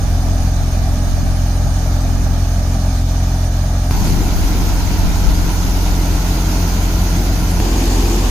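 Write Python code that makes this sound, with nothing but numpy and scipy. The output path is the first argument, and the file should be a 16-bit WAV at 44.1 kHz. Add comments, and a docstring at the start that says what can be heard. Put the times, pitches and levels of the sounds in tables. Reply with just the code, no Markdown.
"""A deep diesel throb comes first, then the din of the threshing machine that the tractor drives.
Four cylinders send puffs through a silencer. The drum beats straw seven to ten times a second, which
swells a roar and rings its steel cover; the casing booms, a blower hums, chaff hisses, grain patters.
A breeze over the open field buffets the microphone ports. The scene is heard from three places in turn:
a few metres off on the chaff side, then on the grain side, then right at the sack."""
import sys
import numpy as np
from scipy import signal
from scipy.fft import rfft, irfft, next_fast_len
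from scipy.io import wavfile
from scipy.ndimage import uniform_filter1d, map_coordinates

SR = 44100
rng = np.random.default_rng(int(sys.argv[2]) if len(sys.argv) > 2 else 0)


def generate_wav(signal):
    """Clip the signal to [-1, 1] and save it as 16-bit WAV at the path in sys.argv[1]."""
    frames = np.transpose(np.atleast_2d(signal))
    scaled = np.clip(frames, -1, 1) * 32767
    pcm = np.round(scaled).astype(np.int16)
    wavfile.write(sys.argv[1], SR, pcm)


N = 366030
T = np.arange(N) / SR

# the thresher at each place: (boom [dB], boom drift [dB/s], roar [dB], hiss [dB], hiss left - right [dB])
LEVELS = [(-28.5, -0.5, -32.5, -36.3, -3), (-26.5, 0.67, -31, -31, -0.5), (-24, 0.5, -29, -30, .8)]
# wads of straw swell the din as they pass the drum, gaps in the feed thin it:
# (time [s], half length [s], boom rise [dB], roar rise [dB], hiss rise [dB])
WADS = [(0.502, 0.073, 1, 0, 0), (1.923, 0.14, 1, 1.3, 0), (3.047, 0.031, -5, -3.5, -2.5),
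        (3.2, 0.4, -0.5, -0.4, 0.5), (3.503, 0.023, -1, -2, -2), (3.986, 0.062, 3, -2.5, 0),
        (4.086, 0.049, 7, 0, 2), (4.217, 0.072, 7, -0.5, 0), (4.573, 0.11, 5, 0, 0.5),
        (4.91, 0.055, 4, -1, 0), (6.5, 0.61, 1, 0.4, 1.14), (7.2, 0.25, 0.7, 0.3, 0.4),
        (7.97, 0.33, 3.5, 0.4, 1.5)]


def exhaust(stay, place, scatter_db=0.56, jitter_s=.00007, upper_hz=190, waver_db=1.4):
    """Source and filter: one puff per firing excites the silencer; the upper harmonics waver in level."""
    # the governor pulls the engine towards its set speed; per place:
    # (first firing rate [Hz], settled rate [Hz], time constant [s], head start [firings])
    governor = [(43.3, 44.32, 5.52, .28), (43, 43.87, 0.3546, .83), (43.34, 43.5, 0.86, 0.835)]
    # each cylinder's puff: (strength [dB], relative delay along its manifold branch [s])
    cylinders = [(1.0, .00032), (1.45, -.00016), (1.5, .00014), (1, -.00028)]
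    # exhaust tone per place: (frequency [multiples of the firing rate], relative level [dB])
    orders = [
        [(1, 2.5), (1.5, 9), (2, 0.5), (3, -8), (4, -14.5), (5, -18), (6, -15), (6.5, -15), (7, -22), (8, -32),
         (9, -32), (10, -42.5)],
        [(1, 2), (1.3, 5), (2, -4), (3, -19.5), (4, -10), (5, -30.5), (6, -18.5), (6.5, -13), (7, -18.5),
         (8, -29), (9, -27.5), (10, -30.5)],
        [(1, 5), (2, -5.5), (3, -13.5), (4, -34), (6, -13), (8, -15), (10, -41)],
    ]
    # puffs arrive as pushes on the chaff side, as pulls on the grain side; per place: (sign [+1 or -1])
    polarity = [1, -1, -1]
    first_hz, settled_hz, settle_s, head_start = governor[place]
    run_up = SR // 10  # the engine is already running
    t = T[stay] - T[stay][0]
    t = np.concatenate([t[:run_up] - run_up / SR, t])
    firing_hz = settled_hz + (first_hz - settled_hz) * np.exp(-t / settle_s)
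    firings = head_start + np.cumsum(firing_hz) / SR
    count = np.arange(1, int(firings[-1]) + 1)
    strength_db, delay_s = np.take(cylinders, count, axis=0, mode="wrap").T
    jitter, scatter = rng.standard_normal((len(count), 2)).T
    onset_s = np.interp(count, firings, t - t[0]) + delay_s + jitter_s * jitter
    onsets = np.clip(onset_s * SR, 0, len(t) - 1).astype(int)
    puffs = np.bincount(onsets, amp(strength_db + scatter_db * scatter), len(t))
    tones = [(order * firing_hz.mean(), db) for order, db in orders[place]]
    pipe = [(5, -2), (25, -0.6)] + tones + [(600, -45.0), (1500, -68), (4000, -100)]
    smeared = filtered(puffs - puffs.mean(), silencer_chamber)
    throb = signal.fftconvolve(smeared, minimum_phase(pipe))[run_up:len(t)]
    upper = filtered(throb, lambda hz: 1 - 1 / (1 + (hz / upper_hz) ** 8))
    return polarity[place] * unit(throb - upper + amp(waver_db * wobble(4)[stay]) * upper)


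def silencer_chamber(hz, resonance_hz=261, width_hz=45):
    """All-pass response: group delay near resonance smears each puff without changing its spectrum."""
    pole = resonance_hz ** 2 - hz ** 2 + 1j * hz * width_hz
    return np.conj(pole) / pole


def drum_beat(stay, turn_hz, first_s, sharpness=14, uneven=0.25):
    """Periodic forcing: once a turn the drum bites the straw with varying force; a zero-mean envelope."""
    phase = 2 * np.pi * turn_hz * (T[stay] - T[stay][0] - first_s)
    bite = np.exp(sharpness * (np.cos(phase) - 1)) * (1 + uneven * wobble(7.4)[stay])
    return bite - bite.mean()


def casing_boom(stay, place, beat_db, beat_share=0.25):
    """Forced vibration: the casing booms with low noise that swells with the drum's beats and load."""
    # boom spectrum per place: (frequency [Hz], relative density [dB])
    spectra = [
        [(20, -17), (50, -4.5), (100, -5), (190, -2.5), (235, -9), (275, -9.5), (350, -15), (480, -22),
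         (700, -37), (1200, -100)],
        [(20, -23), (50, 3), (120, 1), (185, 0), (250, -4), (290, -1.5), (370, -8), (480, -14.5), (700, -66),
         (1200, -100)],
        [(20, -8), (60, 8), (120, -9), (165, 5), (200, 2.5), (275, 6), (315, 0), (345, 6.5), (372, -6),
         (395, 0.5), (520, -16), (700, -34), (1200, -100)],
    ]
    boom_db, drift_db_per_s = LEVELS[place][:2]
    load_db = swells(stay, WADS, column=2) + drift_db_per_s * (T[stay] - T[stay][0])
    return amp(boom_db + load_db + beat_share * beat_db) * rush(stay, spectra[place], patchy_db=.5)


def threshing_roar(stay, place, beat_db):
    """Amplitude modulation: beats and wads swell a midrange noise that reaches the left port first."""
    # roar spectrum per place: (frequency [Hz], relative density [dB])
    spectra = [
        [(280, -29), (480, -9.5), (545, -8.5), (590, -0.5), (651, -0.5), (774, -1), (997, -11.5), (1040, -16.5),
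         (1115, -9.5), (1230, -9), (1400, -14.5), (1650, -12), (1900, -19), (2470, -26.5), (4180, -120)],
        [(280, -35), (480, -4.5), (539, -4), (644, 1), (735, 1.5), (958, 0), (1170, -9), (1380, -3.5),
         (1680, -10.5), (1900, -16), (2470, -27), (4180, -120)],
        [(350, -11), (450, 2.5), (590, -3), (700, 0.5), (760, 3.5), (839, 0.5), (1060, -2), (1280, -9),
         (1900, -11.5), (2470, -40), (4180, -120)],
    ]
    # paths per place: (lead at the left port [s], share scattered by nearby panels [0-1])
    arrival = [(0.000062, 0.02), (0.000066, 0.072), (.00003, .35)]
    lead_s, scattered = arrival[place]
    roar_db = LEVELS[place][2] + swells(stay, WADS, column=3) + beat_db
    roar = amp(roar_db) * rush(stay, spectra[place], patchy_db=.5, scattered=scattered)
    return filtered(roar, lambda hz: np.exp(1j * np.pi * lead_s * np.outer([1, -1], hz)))


def sieves(stay, place, beat_db, grain_db, bounce, beat_share=0.1):
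    """Incoherent summation: the chaff and grain shaken from the sieves merge into a steady hiss."""
    # chaff and grain spectrum per place: (frequency [Hz], relative density [dB])
    spectra = [
        [(900, -35), (1900, -10), (2400, -6.5), (2900, -7.5), (4100, -4.5), (5400, -3.5), (6300, 1.5),
         (7000, -6), (7900, -14.5), (9300, -10.5), (10600, -15.5), (14000, -14), (15400, -19)],
        [(900, -44), (1900, -5), (2300, -3), (3400, -4.5), (4200, -2.5), (5500, -2), (6400, 2.5), (7000, -5),
         (7700, -11), (9500, -14.5), (11300, -7.5), (13500, -13), (15400, -11)],
        [(950, -22), (1850, -9.5), (2450, -5.5), (3250, -6.5), (5450, -4), (6350, 0), (7150, -6), (8400, -14.5),
         (10100, -15.5), (12400, -14), (14200, -18), (15450, -17)],
    ]
    hiss_db, pan_db = LEVELS[place][3:]
    chaff = rush(stay, spectra[place], patchy_db=1.43, bounce=bounce)
    pour = chaff + amp(grain_db) * grain(stay, spectra[place])
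    balance = amp(np.outer([1, -1], pan_db) / 2)
    pour = unit(pour / pour.std(axis=1, keepdims=True) * balance)
    flicker_db = 0.34 * wobble(90)[stay]
    return amp(hiss_db + swells(stay, WADS, column=4) + beat_share * beat_db + flicker_db) * pour


def grain(stay, spectrum, per_second=1400, size_db=2.2):
    """Shot noise: single kernels tick on the chute and the sack at random times and directions."""
    n = len(T[stay])
    when, size, direction = rng.random((int(per_second * n / SR), 3)).T
    strengths = amp(size_db * np.minimum(-np.log(1 - size), 4))
    angle = 2 * np.pi * direction
    onsets = (when * n).astype(int)
    ticks = [np.bincount(onsets, strengths * share, n) for share in (np.cos(angle), np.sin(angle))]
    return spread(np.array(ticks), spectrum)


def cover(blows, attack_s=0.0035, vary_db=1.5, detune=0.021):
    """Modal ringing: each blow (time [s], level [dB]) excites its own mix of the drum cover's modes."""
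    # modes of the sheet steel: (frequency [Hz], relative level [dB], t60 [s])
    modes = [(606, -3.5, 0.096), (657, -1, 0.094), (775, -1.5, .08), (934, -9.5, 0.086), (1375, -15, 0.071)]
    t = np.arange(SR // 8) / SR
    hz, mode_db, t60 = np.transpose(modes)[:, :, None]
    out = np.zeros(N + SR)
    for s, db in blows:
        loud, sharp, phase = rng.standard_normal((3, len(modes), 1))
        decay = amp(db + mode_db + vary_db * loud - 60 * t / t60)
        ring = decay * np.sin(2 * np.pi * (hz * (1 + detune * sharp) * t + phase))
        out[max(round(s * SR), 0):][:len(t)] += ring.sum(0) * (1 - np.exp(-t / attack_s))
    return out[:N]


def drum_rattle(stay, turn_hz, first_s, db, lead_s=0.00399):
    """Periodic impact: the cover rings once a turn, as the beaters meet the straw."""
    turns = np.arange(T[stay][0] + first_s - lead_s, T[stay][-1], 1 / turn_hz)
    return cover([(s, db) for s in turns])[stay]


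def hard_bites():
    """Impulse excitation: tough straw makes the drum bite harder and ring its cover."""
    # blows on the cover: (time [s], level [dB])
    bites = [(.767, -25), (1.666, -25), (1.761, -28), (1.856, -22.5), (1.957, -25), (2.263, -24),
             (2.747, -26.5), (2.844, -29), (3.341, -25), (3.636, -26), (3.738, -26), (5.917, -25),
             (6.057, -26), (6.15, -26), (6.751, -27), (7.086, -25), (7.821, -26), (7.96, -23.5)]
    return cover(bites)


def blower(stay, slip_rad=0.57):
    """Phase modulation: the harmonics of the winnowing fan waver as its belt slips a little."""
    # fan harmonics: (frequency [Hz], relative level [dB])
    harmonics = [(31.2, -35), (62.4, -24), (93.6, -30.5)]
    slip = slip_rad * wobble(1.386)[stay]
    tones = [amp(db) * np.sin(2 * np.pi * hz * T[stay] + k * slip)
             for k, (hz, db) in enumerate(harmonics, 1)]
    return np.sqrt(2) * sum(tones)


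def clicks(click_t60=0.012, tone_t60=.06, attack_s=.001):
    """Transients: each sharp broadband click comes with a damped sine, a low thump or a faint ping."""
    # the first and last fall as the listening place switches, the others on the grain side:
    # (time [s], click peak [dB], tone frequency [Hz], tone level [dB])
    events = [(3.9098, -11, 112, -5.5), (4.0735, -14, 165, -6.5), (4.1749, -17, 130, -13),
              (5.265, -25, 1300, -25), (7.599, -17, 120, -14)]
    # click spectrum: (frequency [Hz], relative density [dB])
    spectrum = [(100, -17), (400, 9), (900, 8), (2000, -8), (3500, -5), (6500, -27), (15000, -17)]
    t = np.arange(SR // 10) / SR
    out = np.zeros((2, N))
    for s, click_db, hz, tone_db in events:
        click = spread(rng.standard_normal((2, len(t))) * amp(-60 * t / click_t60), spectrum)
        click /= np.abs(click).max()
        tone = -np.sin(2 * np.pi * hz * t) * amp(-60 * t / tone_t60) * (1 - np.exp(-t / attack_s))
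        out[:, round(s * SR):][:, :len(t)] += amp(click_db) * click + amp(tone_db) * tone
    return out


def rasp(at_s=3.99, half_s=0.07, db=-32):
    """Friction noise: a tough wad rubs briefly against the drum's grate."""
    # rasp spectrum: (frequency [Hz], relative density [dB])
    spectrum = [(500, -32), (780, 0), (930, 0), (1030, -3), (1200, -23), (2500, -50)]
    return amp(db) * np.exp(-((T - at_s) / half_s) ** 4) * rush(slice(0, N), spectrum, patchy_db=1)


def wind(stay, lumps_db=-4.0):
    """Turbulent pressure: eddies buffet each port independently, rising with the breeze and its gusts."""
    # eddy spectrum: (frequency [Hz], relative density [dB])
    spectrum = [(4, -14), (13, 3), (25, 0), (45, 0), (70, -3.5), (160, -12.5), (220, -19.5), (300, -26),
                (450, -37), (1500, -100)]
    # slow course of the buffeting: (time [s], level [dB])
    breeze = [(0, -30), (2.4, -29.5), (3.2, -44), (3.88, -55), (3.93, -24.5), (5.25, -21.5), (6.5, -35),
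              (7.4, -31), (8.3, -41)]
    # gusts: (time [s], half length [s], rise [dB])
    gusts = [(1.178, 0.13, 4), (4.21, 0.12, 6)]
    level_db = np.interp(T[stay], *np.transpose(breeze)) + swells(stay, gusts)
    eddies = filtered(rng.standard_normal((2, len(T[stay]))), lambda hz: amp(along(spectrum, hz)))
    lumps = amp(lumps_db * np.array([wobble(11)[stay], wobble(4.5)[stay]]))
    return amp(level_db) * unit(eddies * lumps)


def rush(stay, spectrum, patchy_db, bounce=0, scattered=0, fine_hz=7500):
    """Modulated stereo noise of rms 1: brief patches of gain, deepest in the high treble."""
    n = len(T[stay])
    hz, _, bins = signal.stft(rng.standard_normal((2, n)), SR, nperseg=512)
    patches = uniform_filter1d(rng.standard_normal(bins.shape[1:]), size=5, axis=0)
    patches = uniform_filter1d(patches, size=6, axis=1)
    treble = (1 - 1 / (1 + (hz / fine_hz) ** 8))[:, None]
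    gain_db = patchy_db * (1 + treble) * patches / patches.std()
    noise = signal.istft(bins * amp(gain_db), nperseg=512)[1][:, :n]
    return spread(noise, spectrum, bounce, scattered=scattered)


def spread(pair, spectrum, bounce=0, bounce_s=0.001676, stubble_hz=4300, scattered=0):
    """Partial coherence: a direct signal with its ground echo and a diffuse one mix at the two ports."""
    # likeness of left and right: (frequency [Hz], coherence [0-1])
    coherence = [(300, 1), (500, 0.82), (650, 0.94), (820, 0.97), (980, 0.67), (1300, 0.056), (2200, 0.069),
                 (4500, 0), (5900, 0.021), (6400, 0.36), (7300, 0.73), (7900, 0.052), (9000, 0.49),
                 (12500, 0.5), (15000, 0.43)]
    # colour of the microphone ports: (frequency [Hz], left - right [dB])
    ports = [(400, 0.5), (1300, -1.5), (2600, -5.5), (3600, -8), (5000, -7), (5800, -16), (6400, -13.5),
             (7000, -7.5), (7600, -9.5), (8800, 0.5), (10000, -3.5), (12500, -3.5), (14500, -1.5)]

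    def mixing(hz):
        alike = np.clip(along(coherence, hz) * (1 - scattered), -.99, .99)
        lean = amp(along(ports, hz) / 2)
        echo = bounce / (1 + (hz / stubble_hz) ** 6)  # stubble scatters the treble
        direct = np.sqrt(1 + alike) * (1 + echo * np.exp(-2j * np.pi * hz * bounce_s))
        diffuse = np.sqrt(1 - alike)
        colour = amp(along(spectrum, hz)) / np.sqrt(lean ** 2 + lean ** -2 + 2 * alike)
        return colour * np.array([[lean * direct, lean * diffuse], [direct / lean, -diffuse / lean]])
    return unit(filtered(pair, mixing).sum(1))


def swells(stay, rows, column=2):
    """Gaussian bumps summed in dB, from rows of (time [s], half length [s], rises [dB])."""
    return sum(row[column] * np.exp(-((T[stay] - row[0]) / row[1]) ** 2) for row in rows)


def wobble(rate):
    """A smooth random curve: a spline through rate knots a second."""
    return map_coordinates(rng.standard_normal(int(N * rate / SR) + 4), [T * rate])


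def filtered(x, response):
    """Linear filtering: the spectrum of x times a frequency response."""
    size = next_fast_len(x.shape[-1] + 8192)
    return irfft(rfft(x, size) * response(np.fft.rfftfreq(size, 1 / SR)), size)[..., :x.shape[-1]]


def minimum_phase(points, size=16384):
    """Cepstral folding gives the causal impulse response of (frequency [Hz], gain [dB]) points."""
    cepstrum = irfft(np.log(amp(along(points, np.fft.rfftfreq(size, 1 / SR)))))
    cepstrum[1:size // 2] *= 2
    cepstrum[size // 2 + 1:] = 0
    return irfft(np.exp(rfft(cepstrum)))


def along(points, hz):
    """Interpolation of (frequency [Hz], value) points on a logarithmic axis."""
    knots_hz, values = np.transpose(points)
    return np.interp(np.log(hz + 1), np.log(knots_hz + 1), values)


def unit(x):
    """Normalisation to rms 1 at the centre of the stereo image."""
    return x / np.sqrt(np.mean(np.atleast_2d(x).mean(0) ** 2) + 1e-20)


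def amp(db):
    """Decibels to amplitude ratio."""
    return 10 ** (np.asarray(db) / 20)


def scene():
    """Superposition: both machines and the breeze run on while the listening place changes abruptly."""
    # moves to the next place: (time [s])
    moves = [3.91, 7.602]
    # per place: (exhaust [dB], blower gain [dB], drum rate [Hz], first beat [s], beat depth [dB],
    # cover ring [dB], grain re chaff [dB], ground echo [ratio])
    places = [(-14, -4.5, 10.105, 0.081, 1.5, -32, -16, 0.32),
              (-14.5, -2.5, 10.475, 0.044, 1, -31, -11, 0.02), (-14, -2, 6.9, 0.057, 1, -32, -7, .05)]
    edges = [0] + [round(s * SR) for s in moves] + [N]
    parts = []
    for place, settings in enumerate(places):
        exhaust_db, blower_db, turn_hz, first_s, depth_db, ring_db, grain_db, bounce = settings
        stay = slice(edges[place], edges[place + 1])
        engine = amp(exhaust_db) * exhaust(stay, place)
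        buffet = wind(stay)
        beat_db = depth_db * drum_beat(stay, turn_hz, first_s)
        din = casing_boom(stay, place, beat_db) + threshing_roar(stay, place, beat_db)
        hiss = sieves(stay, place, beat_db, grain_db, bounce)
        rattle = drum_rattle(stay, turn_hz, first_s, ring_db)
        hum = amp(blower_db) * blower(stay)
        parts.append(engine + din + hiss + rattle + hum + buffet)
    return np.concatenate(parts, axis=1) + hard_bites() + clicks() + rasp()


def record(dry, ceiling=.95, top_hz=15480):
    """Soft saturation rounds the highest peaks; a sharp low-pass limits the band."""
    rounded = dry / (1 + np.abs(dry / ceiling) ** 12) ** (1 / 12)
    return filtered(rounded, lambda hz: hz < top_hz)


dry = scene()
out = record(dry)
generate_wav(out)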